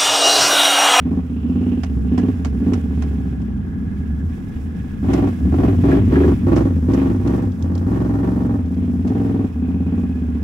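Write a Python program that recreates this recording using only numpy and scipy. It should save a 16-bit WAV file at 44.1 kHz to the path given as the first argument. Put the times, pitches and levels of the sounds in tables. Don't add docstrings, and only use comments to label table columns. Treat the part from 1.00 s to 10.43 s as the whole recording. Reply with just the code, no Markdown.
import sys
import numpy as np
from scipy import signal
from scipy.fft import rfft, irfft, next_fast_len
from scipy.io import wavfile
from scipy.ndimage import uniform_filter1d

SR = 44100
rng = np.random.default_rng(int(sys.argv[2]) if len(sys.argv) > 2 else 0)


def master_out(mix):
    frames = np.transpose(np.atleast_2d(mix))
    ceiling = np.clip(frames, -1, 1)
    pcm = np.round(ceiling * 32767).astype(np.int16)
    wavfile.write(sys.argv[1], SR, pcm)


N = 415863
TIME = np.arange(N) / SR
IDLE_HZ, USUAL_BASS_DB = 10.5, -18

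# time in seconds, whirr in dB, spray in dB.
TRAIL = [(0, -56, -72.5), (.66, -58, -70), (2.1, -53, -67), (2.5, -54.5, -73), (3.5, -52.5, -65.5),
         (3.95, -50, -67), (4.4, -52.5, -63.5), (5.1, -52, -65), (5.8, -57, -66.5), (7.5, -65, -69.5),
         (7.7, -57.5, -69.5), (8.3, -57.5, -69), (8.7, -58, -71.5), (9.43, -55.5, -69.5)]
# time in seconds, level in dB.
BASS = [(0.0, -19), (0.95, -17.5), (1.15, -15), (1.5, -16), (2.0, -14.5), (2.3, -17.5), (2.6, -23.5),
        (3.3, -25), (3.98, -26.5), (4.08, -11), (4.5, -11), (5.3, -8), (5.8, -12.5), (7.3, -14.5),
        (7.7, -17), (9.43, -16.5)]
# frequency in Hz, width in Hz, gain in dB.
PANEL_MODES = [(467, 57, 8), (573, 47, 4), (670, 64, 0), (791, 24.3, 9.5), (931, 59, 2.5), (1051, 53, 2.5),
               (1242, 65, -4.5), (1700, 110, -4.5), (1910, 96, -24)]
FENDER_MODES = [(1350, 110, -6), (1684, 23, 6), (1955, 33, -4)]
PLATE_MODES = [(1390, 60, -11.5), (3160, 130, -5), (5190, 140, -4), (6450, 54, -2), (6660, 170, -11.5)]


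def from_db(db):
    return 10 ** (np.asarray(db) / 20)


def rms_one(x):
    return x / np.sqrt(np.mean(x ** 2) + 1e-20)


def in_time(rows):
    times_s, *columns = np.transpose(rows)
    return [np.interp(TIME, times_s, column) for column in columns]


def at_bins(points):
    hz, value = np.transpose(points)
    size = 2 * next_fast_len(N // 2 + SR // 4)
    return np.interp(np.log(np.arange(size // 2 + 1) * SR / size + 1), np.log(hz), value)


def filtered(x, response):
    return irfft(rfft(x, 2 * (len(response) - 1)) * response)[..., :N]


def colour(x, spectrum):
    cepstrum = irfft(np.log(rms_one(from_db(at_bins(spectrum)))))
    half = len(cepstrum) // 2
    cepstrum[1:half] *= 2
    cepstrum[half + 1:] = 0
    return filtered(x, np.exp(rfft(cepstrum)))


def drift(rate_hz):
    knots = rng.standard_normal(4096)
    return np.interp(TIME * rate_hz, np.arange(len(knots)), knots)


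def stereo_noise(alike):
    return np.sqrt(alike) * rng.standard_normal(N) + np.sqrt(1 - alike) * rng.standard_normal((2, N))


def resonate(x, modes):
    out = 0
    for k, (hz, width_hz, db) in enumerate(modes):
        r = np.exp(-np.pi * width_hz / SR)
        poles = [1, -2 * r * np.cos(2 * np.pi * hz / SR), r * r]
        ring = signal.lfilter([1, 0, -1], poles, x + 1e-18)
        out = out + (-1) ** k * from_db(db) * (1 - r * r) / 2 * ring
    return out


def moving_resonance(x, hz, width_hz):
    turn = np.exp(2j * np.pi * np.cumsum(hz) / SR)
    lowpass = signal.butter(2, width_hz / 2, fs=SR, output="sos")
    return np.real(turn * signal.sosfilt(lowpass, x / turn + 1e-18))


def band(x, low_hz, high_hz, order=3):
    return signal.sosfilt(signal.butter(order, [low_hz, high_hz], "band", fs=SR, output="sos"), x)


def evened(x):
    size = SR // 10
    power = uniform_filter1d(uniform_filter1d(x ** 2, size), size)
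    return x / np.sqrt(np.abs(power) + 1e-4 * np.mean(x ** 2))


def reflections(x, t60_s):
    age_s = TIME[:SR // 4]
    echoes = rng.standard_normal((2, len(age_s))) * from_db(-60 * age_s / t60_s) * (age_s > .003)
    echoes /= np.sqrt(np.sum(echoes ** 2, axis=1, keepdims=True))
    return signal.fftconvolve(x[None], echoes, axes=1)[:, :N]


def tyres(cycle_hz):
    # frequency in Hz, density in dB.
    spray_spectrum = [(1500, -12), (3500, -2), (4400, -4.5), (5300, 2.5), (6200, -.5), (7200, -.5),
                      (8800, -4), (10600, -2), (13000, -7), (15500, -6)]
    spray_db = in_time(TRAIL)[1] + .5 * (cycle_hz - IDLE_HZ)
    grains = rms_one(from_db(1.3 * drift(35) + 1.8 * drift(400)))
    return from_db(spray_db + 3) * colour(grains * stereo_noise(alike=.7), spray_spectrum)


def chassis_clicks(t60_s=.031):
    # start in seconds, level in dB.
    hits = [(5.5594, -31), (5.9174, -40), (5.9348, -32), (6.275, -33), (6.5195, -42), (6.6238, -32),
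            (6.752, -31), (6.7787, -34.5), (7.6597, -46), (7.7435, -45), (8.0728, -40)]
    envelope = sum(from_db(db - 60 * np.clip(TIME - s, 0, 1) / t60_s) * (TIME >= s) for s, db in hits)
    crack = envelope * stereo_noise(alike=.29)
    return from_db(-3) * band(crack, 3000, 6500, order=2) + from_db(.5) * resonate(crack, PLATE_MODES)


def body_knocks():
    # start in seconds, peak in dB.
    blows = [(4.917, -20.5), (5.142, -34), (5.157, -20), (5.235, -23.5)]
    clicks = np.zeros(N)
    for start_s, db in blows:
        clicks[int(start_s * SR)] = from_db(db)
    impulse = np.arange(SR // 10) == 0
    return resonate(clicks, FENDER_MODES) / np.abs(resonate(impulse, FENDER_MODES)).max()


def mud_splats(attack_s=.0033):
    # start in seconds, level in dB, t60 in seconds, relative body ring in dB.
    lumps = [(0.832, -35, 0.075, -14), (1.176, -37, 0.1, 6.5), (1.446, -32, 0.086, -4),
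             (1.733, -30.5, 0.063, 5), (2.0197, -42, 0.091, -3), (2.415, -49, 0.046, -2),
             (4.1317, -33.5, 0.12, -6), (5.5615, -39.5, 0.23, -4), (5.9347, -39, 0.12, -8),
             (6.272, -42.5, 0.13, -14), (8.076, -42.5, 0.1, -12)]
    # frequency in Hz, density in dB.
    mud_spectrum = [(300, -28.5), (600, 24), (1200, 15.5), (2500, 10), (4000, 2.5), (5500, 4.5),
                    (8000, -2.5), (11000, -11.5), (15000, -23)]
    envelope, thud = np.zeros((2, N))
    age_s = TIME[:SR // 2]
    for start_s, db, t60_s, ring_db in lumps:
        span = slice(int(start_s * SR), int(start_s * SR) + len(age_s))
        blow = from_db(db - 60 * age_s / t60_s) * np.minimum(age_s / attack_s, 1)
        envelope[span] += blow
        thud[span] += from_db(ring_db) * blow
    fragments = from_db(3 * drift(350)) * stereo_noise(alike=.18)
    patter = envelope * fragments
    plate = from_db(1.5) * resonate(patter, PLATE_MODES)
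    body = from_db(9.5) * resonate(thud * fragments, FENDER_MODES + PANEL_MODES)
    return from_db(5) * colour(patter, mud_spectrum) + plate + body


def chassis_rumble(cycle_hz):
    # frequency in Hz, density in dB.
    rumble_spectrum = [(30, -22.5), (48, -4), (66, -7.5), (90, 5), (130, 0), (200, 5), (245, 2), (300, -7),
                       (450, -23), (600, -66)]
    crawling = np.clip((15 - cycle_hz) / 3, 0, 1)
    rumble_db = in_time(BASS)[0] - 15.5 + 11.5 * crawling
    return from_db(rumble_db) * colour(stereo_noise(alike=.75), rumble_spectrum)


def gear_whine(ticks):
    # frequency in Hz, width in Hz, gain in dB.
    gear_modes = [(1420, 55, -3.5), (1594, 41, 3.5), (1692, 37, 8.5), (2090, 68, -5.5)]
    # time in seconds, level in dB.
    whine_levels = [(0, -69), (1.6, -57.5), (1.95, -60), (2.8, -56), (3.9, -57), (4.4, -55), (8.3, -66),
                    (8.7, -62), (9.43, -58.5)]
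    whine_db = in_time(whine_levels)[0] + 2.5 * drift(30)
    return from_db(whine_db) * rms_one(resonate(ticks ** 3 * stereo_noise(alike=.16), gear_modes))


def belt_whirr(cycles, cycle_hz):
    # frequency in Hz, density in dB.
    belt_spectrum = [(1200, -0.5), (2100, 6), (2350, 4), (2540, 7), (2680, 2), (2850, 2.5), (3020, -0.5),
                     (3190, 1), (3600, -3), (4100, -10), (8000, -29)]
    belt_db = in_time(TRAIL)[0] - 7.5 + 1.1053 * (cycle_hz - IDLE_HZ)
    flutter_db = 1.5 * np.sin(4 * np.pi * cycles) + 1.8 * drift(45) + .8 * drift(9)
    return from_db(belt_db + flutter_db) * colour(stereo_noise(alike=.062), belt_spectrum)


def belt_song(cycles):
    # start in seconds, length in seconds, pitch in Hz, nominal width in Hz, level in dB.
    songs = [(0.265, 0.68, 2700, 380, -56.5), (1.048, 0.24, 2730, 377, -56.5),
             (8.442, 0.87, 2504, 100, -61)]
    out = 0
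    chatter = rms_one(.4 + np.exp(-(2 * cycles % 1) / .35))
    for start_s, length_s, hz, width_hz, db in songs:
        arch = np.sin(np.pi * np.clip((TIME - start_s) / length_s, 0, 1))
        mode = [(hz, 2 * width_hz, 0)]
        ring = resonate(resonate(chatter * stereo_noise(alike=.2), mode), mode)
        out = out + from_db(db) * np.sqrt(np.abs(arch)) * rms_one(ring)
    return out


def valve_clatter(ticks):
    # frequency in Hz, density in dB.
    valve_spectrum = [(200, -4), (450, 17.5), (600, 2), (690, 6.5), (1000, 4), (1400, 4.5), (1540, 5),
                      (1720, -4.5), (1880, -6), (2100, -12.5), (2600, -22.5), (3400, -10.5), (4200, -49.5),
                      (9000, -56)]
    return from_db(-51) * colour(ticks * stereo_noise(alike=.5), valve_spectrum)


def effort(cycle_hz, attack_s=.01, full_flow_hz=23.3):
    # start, length and release in seconds, pipe level in dB,
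    # rasp at full flow in dB, dip after letting go in dB (none if negative).
    squeezes = [(0.051, 0.14, 0.052, -18.5, -37.5, 4), (0.286, 0.076, .05, -21.5, -52, -8),
                (0.438, 0.34, 0.046, -18, -41, -16), (1.09, 0.2125, 0.012, -16, -38, 2),
                (1.61, .15, 0.047, -16, -36.5, 1.5), (1.885, 0.37, 0.18, -36.5, -56, 1),
                (4.022, 0.073, 0.024, -21, -32.5, -4), (4.08, 0.194, 0.058, -15, -31, 13.5),
                (4.509, 0.04, .02, -19, -27.5, -3.5), (4.544, 0.14, 0.14, -14, -30.5, 1),
                (4.828, 0.14, 0.1, -11.5, -30.5, 1.5), (5.101, 0.214, 0.034, -12.5, -31, 11.5),
                (5.458, 0.14, 0.063, -14.5, -29.5, 2), (5.643, 0.058, 0.043, -15.5, -33, 0),
                (5.86, 0.16, 0.35, -15.5, -33, 4), (6.245, 0.18, .1, -17, -35.5, 14),
                (6.6, 0.45, .05, -27.5, -37.5, -4.5), (6.844, 0.47, .03, -18.5, -35.5, -11),
                (7.189, 0.367, 0.13, -18, -39, 2.5), (7.669, .32, 0.065, -19.5, -45.5, 0.5),
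                (8.035, 0.415, 0.033, -17.5, -39, 5), (8.583, 0.25, 0.045, -20.5, -42, 0),
                (8.847, .2, .05, -20, -41, 0), (9.058, .3, 0.079, -22.5, -49, -12)]
    slack_delay_s, slack_half_s = .037, .052
    bass_db, = in_time(BASS)
    pipe, rasp, dip_db = from_db(bass_db - 9.5), from_db(bass_db - 34), 0
    flow = np.clip((cycle_hz - IDLE_HZ) / (full_flow_hz - IDLE_HZ), 0, 1)
    for start_s, length_s, release_s, pipe_db, rasp_db, overrun_db in squeezes:
        age_s = TIME - start_s
        burn = np.clip(np.minimum(age_s / attack_s, 1 - (age_s - length_s) / release_s), 0, 1)
        pipe = np.maximum(pipe, from_db(pipe_db) * burn)
        rasp = np.maximum(rasp, from_db(rasp_db) * flow * burn)
        shut_s = age_s - length_s - release_s
        slack = np.clip(1 - ((shut_s - slack_delay_s) / slack_half_s) ** 2, 0, 1)
        dip_db = dip_db + max(overrun_db, 0) * slack
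    return bass_db - dip_db, 20 * np.log10(pipe) - dip_db, 20 * np.log10(rasp) - dip_db / 2


def cylinder_pulses(cycles, second_db, rough_db, gap_cycles=3 / 8, jitter_s=.00003):
    clicks = np.zeros(N)
    for offset, db in ((0, 0), (gap_cycles, second_db)):
        timing, strength = rng.standard_normal((300, 2)).T
        when_s = np.interp(np.arange(len(timing)) + offset, cycles, TIME, right=np.inf) + jitter_s * timing
        heard = (when_s >= 0) & (when_s < TIME[-1])
        clicks[(when_s[heard] * SR).astype(int)] += from_db(db + rough_db * strength[heard])
    return clicks


def gas_rasp(beats, gas):
    # frequency in Hz, density in dB.
    rasp_spectrum = [(300, -44), (500, 9.5), (720, 1), (1000, 3), (1400, -3), (2000, -13.5), (3000, -23.5),
                     (4500, -28), (9000, -36)]
    tearing = .65 * (gas + .8) * stereo_noise(alike=.2) + 1.2 * reflections(beats, t60_s=.05)
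    return colour(tearing, rasp_spectrum)


def panel_ring(beats, gas, level_db):
    shaking = beats + .09 * gas * stereo_noise(alike=0)
    ring = from_db(level_db) * evened(band(resonate(shaking, PANEL_MODES), 386, 2100))
    return .8 * ring + .6 * reflections(ring.mean(axis=0), t60_s=.035)


def intake_roar(beats, gas, low_hz, low_db, high_hz, high_db):
    air = beats + .04 * gas * rng.standard_normal(N)
    low = from_db(low_db) * evened(moving_resonance(air, low_hz, width_hz=55))
    high = from_db(high_db) * evened(moving_resonance(air, high_hz, width_hz=83))
    return low + high


def silencer(x, hz=262.8, width_hz=79):
    r = np.exp(-np.pi * width_hz / SR)
    poles = np.array([1, -2 * r * np.cos(2 * np.pi * hz / SR), r * r])
    return signal.lfilter(poles[::-1], poles, x + 1e-18)


def pipe_ring(firings, gas, opening):
    # frequency in Hz, gain in dB.
    thump_response = [(80, -26.5), (120, -2.5), (140, -4.5), (165, 8), (188, 12.5), (215, 3.5), (245, 15.5),
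                      (275, 12), (305, -10.5), (340, -7.5), (380, -12.5), (420, -12.5), (470, -14.5),
                      (540, -25), (900, -56)]
    bark_response = [(90, -1.5), (120, 12), (145, 10), (165, 6), (190, 8.5), (218, -5), (240, -8),
                     (275, 20.5), (308, 2.5), (345, 5), (378, 0), (420, -14.5), (470, -14.5), (540, -20),
                     (900, -45)]
    burst = evened(firings) + .06 * gas * rng.standard_normal(N)
    burst = band(silencer(burst), 70, 800)
    thump, bark = evened(colour(burst, thump_response)), evened(colour(burst, bark_response))
    return evened(np.sqrt(1 - opening) * thump + np.sqrt(opening) * bark)


def pipe_boom(cycles, cycle_hz):
    # multiple of the cycle rate, level in dB, swell with the bass in dB per dB.
    orders = [(2, -8, -2.5), (3, -6, 4.5), (4, -2.5, 1.5), (5, 5.5, 3.5), (6, -18.5, 6), (7, -10.5, 2)]
    # frequency in Hz, gain in dB.
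    radiation = [(30, -41), (45, -18.5), (55, -8), (64, 6.5), (74, 9), (90, 5.5), (110, 3.5), (130, 4.5),
                 (160, -14.5), (220, -18)]
    hz, db = np.transpose(radiation)
    stumble = .1 + .4 * np.clip((13.5 - cycle_hz) / 2.5, 0, 1)
    extra_db = in_time(BASS)[0] - USUAL_BASS_DB
    out, power = 0, 0
    for order, order_db, swell in orders:
        gain = from_db(order_db + swell * extra_db + np.interp(order * cycle_hz, hz, db))
        angle = 2 * np.pi * order * cycles
        unsteady = drift(16) * np.sin(angle) + drift(16) * np.cos(angle)
        out = out + gain * ((1 - stumble) * np.sin(angle) + stumble * unsteady)
        power = power + gain ** 2 * ((1 - stumble) ** 2 + 4 / 3 * stumble ** 2) / 2
    return out / np.sqrt(power)


def v_twin(cycles, cycle_hz, valve_lead_s=.001497, intake_lag_cycles=.27, puff_decay_s=.007):
    # time in seconds,
    # low and high band in Hz, relative levels of the high band and of the panel ring in dB.
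    roar_colour = [(1.5, 433.5, 748, -2, -4.5), (3.9, 396, 786, 10.5, 8), (4.1, 346, 757, -2.5, -4.5),
                   (4.6, 359, 703, 4, -8.5), (4.95, 372, 680, 1.5, -2), (5.25, 382, 615, -22, -4.5),
                   (5.5, 320, 559, 0.5, -0.5), (6, 314, 483, 1, -2), (6.35, 322, 478, -1, 3.5),
                   (7.0, 344, 648, -3.5, -1), (7.5, 359, 614, 7.5, 6.5), (8.1, 445, 713, 3, 4),
                   (9.43, 431.6, 760, -2, 0)]
    low_hz, high_hz, high_db, panel_db = in_time(roar_colour)
    boom_db, pipe_db, rasp_db = effort(cycle_hz)
    opening = 1 / (1 + from_db(-2.8 * (rasp_db + 40)))
    heavy_db = np.maximum(boom_db - USUAL_BASS_DB, 0)
    idling = np.clip((13 - cycle_hz) / 2, 0, 1)

    valve_cycles = cycles + valve_lead_s * cycle_hz
    firings = cylinder_pulses(valve_cycles, second_db=-5, rough_db=.6)
    gulps = cylinder_pulses(valve_cycles - intake_lag_cycles, second_db=-6, rough_db=1.2)
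    beats = evened(firings + .8 * gulps)
    gas = evened(signal.lfilter([1], [1, -np.exp(-1 / (puff_decay_s * SR))], beats + 1e-18))

    pipe = from_db(pipe_db - 3.5) * pipe_ring(firings, gas, opening)
    roar = intake_roar(beats, gas, low_hz, 2.5 + .76 * heavy_db, high_hz, high_db - 11)
    roar *= from_db(rasp_db + 2 * opening)
    echoes = reflections(.33 * pipe + .85 * roar, t60_s=.06)
    echoes -= .42 * echoes.mean(axis=0)
    panels = panel_ring(beats, gas, rasp_db + panel_db - 7.5 - .22 * heavy_db)
    rasp = from_db(rasp_db - 8 + 2.1 * opening) * gas_rasp(beats, gas)
    boom = from_db(boom_db - 9 + 4.5 * idling) * pipe_boom(cycles, cycle_hz)
    return boom + pipe + roar + echoes + panels + rasp


def at_ears(sound):
    # frequency in Hz, share of the left-right difference kept.
    widths = [(60, .15), (140, .5), (220, 1), (6000, 1), (9000, .4)]
    # frequency in Hz, phase lead of the left ear in radians.
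    phase_leads = [(60, 0), (120, 0), (170, .3), (280, .1), (370, -.6), (500, .7), (800, 1.6), (2000, 2),
                   (6500, -1.3), (15000, -1.3)]
    # frequency in Hz, left minus right in dB.
    shading = [(60, 0), (130, -.3), (230, 1), (330, -.5), (500, 0), (700, -1.5), (1100, -.7), (2000, 0),
               (3000, -9), (4500, -10), (6400, -13), (9000, 0), (15000, 0)]
    # time in seconds, left minus right in dB.
    head_turns = [(0, -0.5), (.9, -1.7), (3, -0.5), (5.2, 0.5), (6.2, 0.5), (7.2, 0.5), (8.1, 0.5),
                  (9.43, -0.8)]
    mid, side = sound.mean(axis=0), filtered((sound[0] - sound[1]) / 2, at_bins(widths))
    lead_rad, tilt = at_bins(phase_leads), from_db(at_bins(shading) / 2)
    norm = np.sqrt((tilt ** 2 + tilt ** -2) / 2)
    left = filtered(mid + side, tilt / norm * np.exp(.5j * lead_rad))
    right = filtered(mid - side, np.exp(-.5j * lead_rad) / (tilt * norm))
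    return np.array([left, right]) * from_db(in_time(head_turns)[0] * np.array([[.5], [-.5]]))


def scene():
    # time in seconds, cycle rate in Hz.
    revs = [(0.0, 14.73), (0.14, 17.16), (0.3, 15.02), (0.45, 14.94), (0.57, 17.73), (0.64, 19.05),
            (0.81, 17.24), (0.97, 12.59), (1.06, 13.19), (1.22, 19.19), (1.29, 19.62), (1.46, 14.83),
            (1.58, 13.07), (1.72, 19.36), (1.86, 14.23), (1.98, 14.88), (2.28, 13.69), (2.52, 12.32),
            (2.78, 11.02), (3.21, 10.34), (3.32, 11.17), (3.99, 10.59), (4.13, 22.65), (4.18, 22.21),
            (4.33, 17.79), (4.47, 13.56), (4.56, 16.11), (4.64, 22.89), (4.78, 16.85), (4.92, 25.04),
            (5.06, 16.67), (5.15, 25.44), (5.28, 26.39), (5.44, 16.82), (5.53, 22.32), (5.59, 23.14),
            (5.72, 17.47), (5.85, 15.39), (5.96, 25.04), (6.08, 23.85), (6.18, 17.98), (6.31, 24.11),
            (6.39, 22.95), (6.52, 17.64), (6.63, 16.99), (6.85, 18.34), (6.95, 23.38), (7.18, 20.77),
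            (7.24, 23.86), (7.34, 22.27), (7.4, 23.52), (7.56, 20.63), (7.66, 15.86), (7.85, 18.39),
            (7.99, 17.08), (8.07, 18.37), (8.16, 21.35), (8.44, 19.92), (8.56, 14.98), (8.71, 16.94),
            (8.85, 16.51), (8.97, 18.23), (9.19, 15.37), (9.43, 14.75)]
    cycle_hz, = in_time(revs)
    lope = .025 * np.clip((13.5 - cycle_hz) / 2, 0, 1) * drift(14)
    cycles = np.cumsum(cycle_hz) / SR + 1 / 4 + lope
    ticks = rms_one(.5 + np.exp(-(4 * cycles % 1) / 2.6))
    engine = v_twin(cycles, cycle_hz) + valve_clatter(ticks)
    machinery = belt_whirr(cycles, cycle_hz) + gear_whine(ticks) + chassis_rumble(cycle_hz)
    trail = tyres(cycle_hz) + mud_splats() + chassis_clicks() + body_knocks()
    return at_ears(engine + machinery + trail + belt_song(cycles))


def record(dry):
    cutoff_hz = 15800
    rounded = 1.863 * np.tanh(dry / 1.332)
    return signal.sosfilt(signal.ellip(10, .1, 80, cutoff_hz, fs=SR, output="sos"), rounded)


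dry = scene()
out = record(dry)
master_out(out)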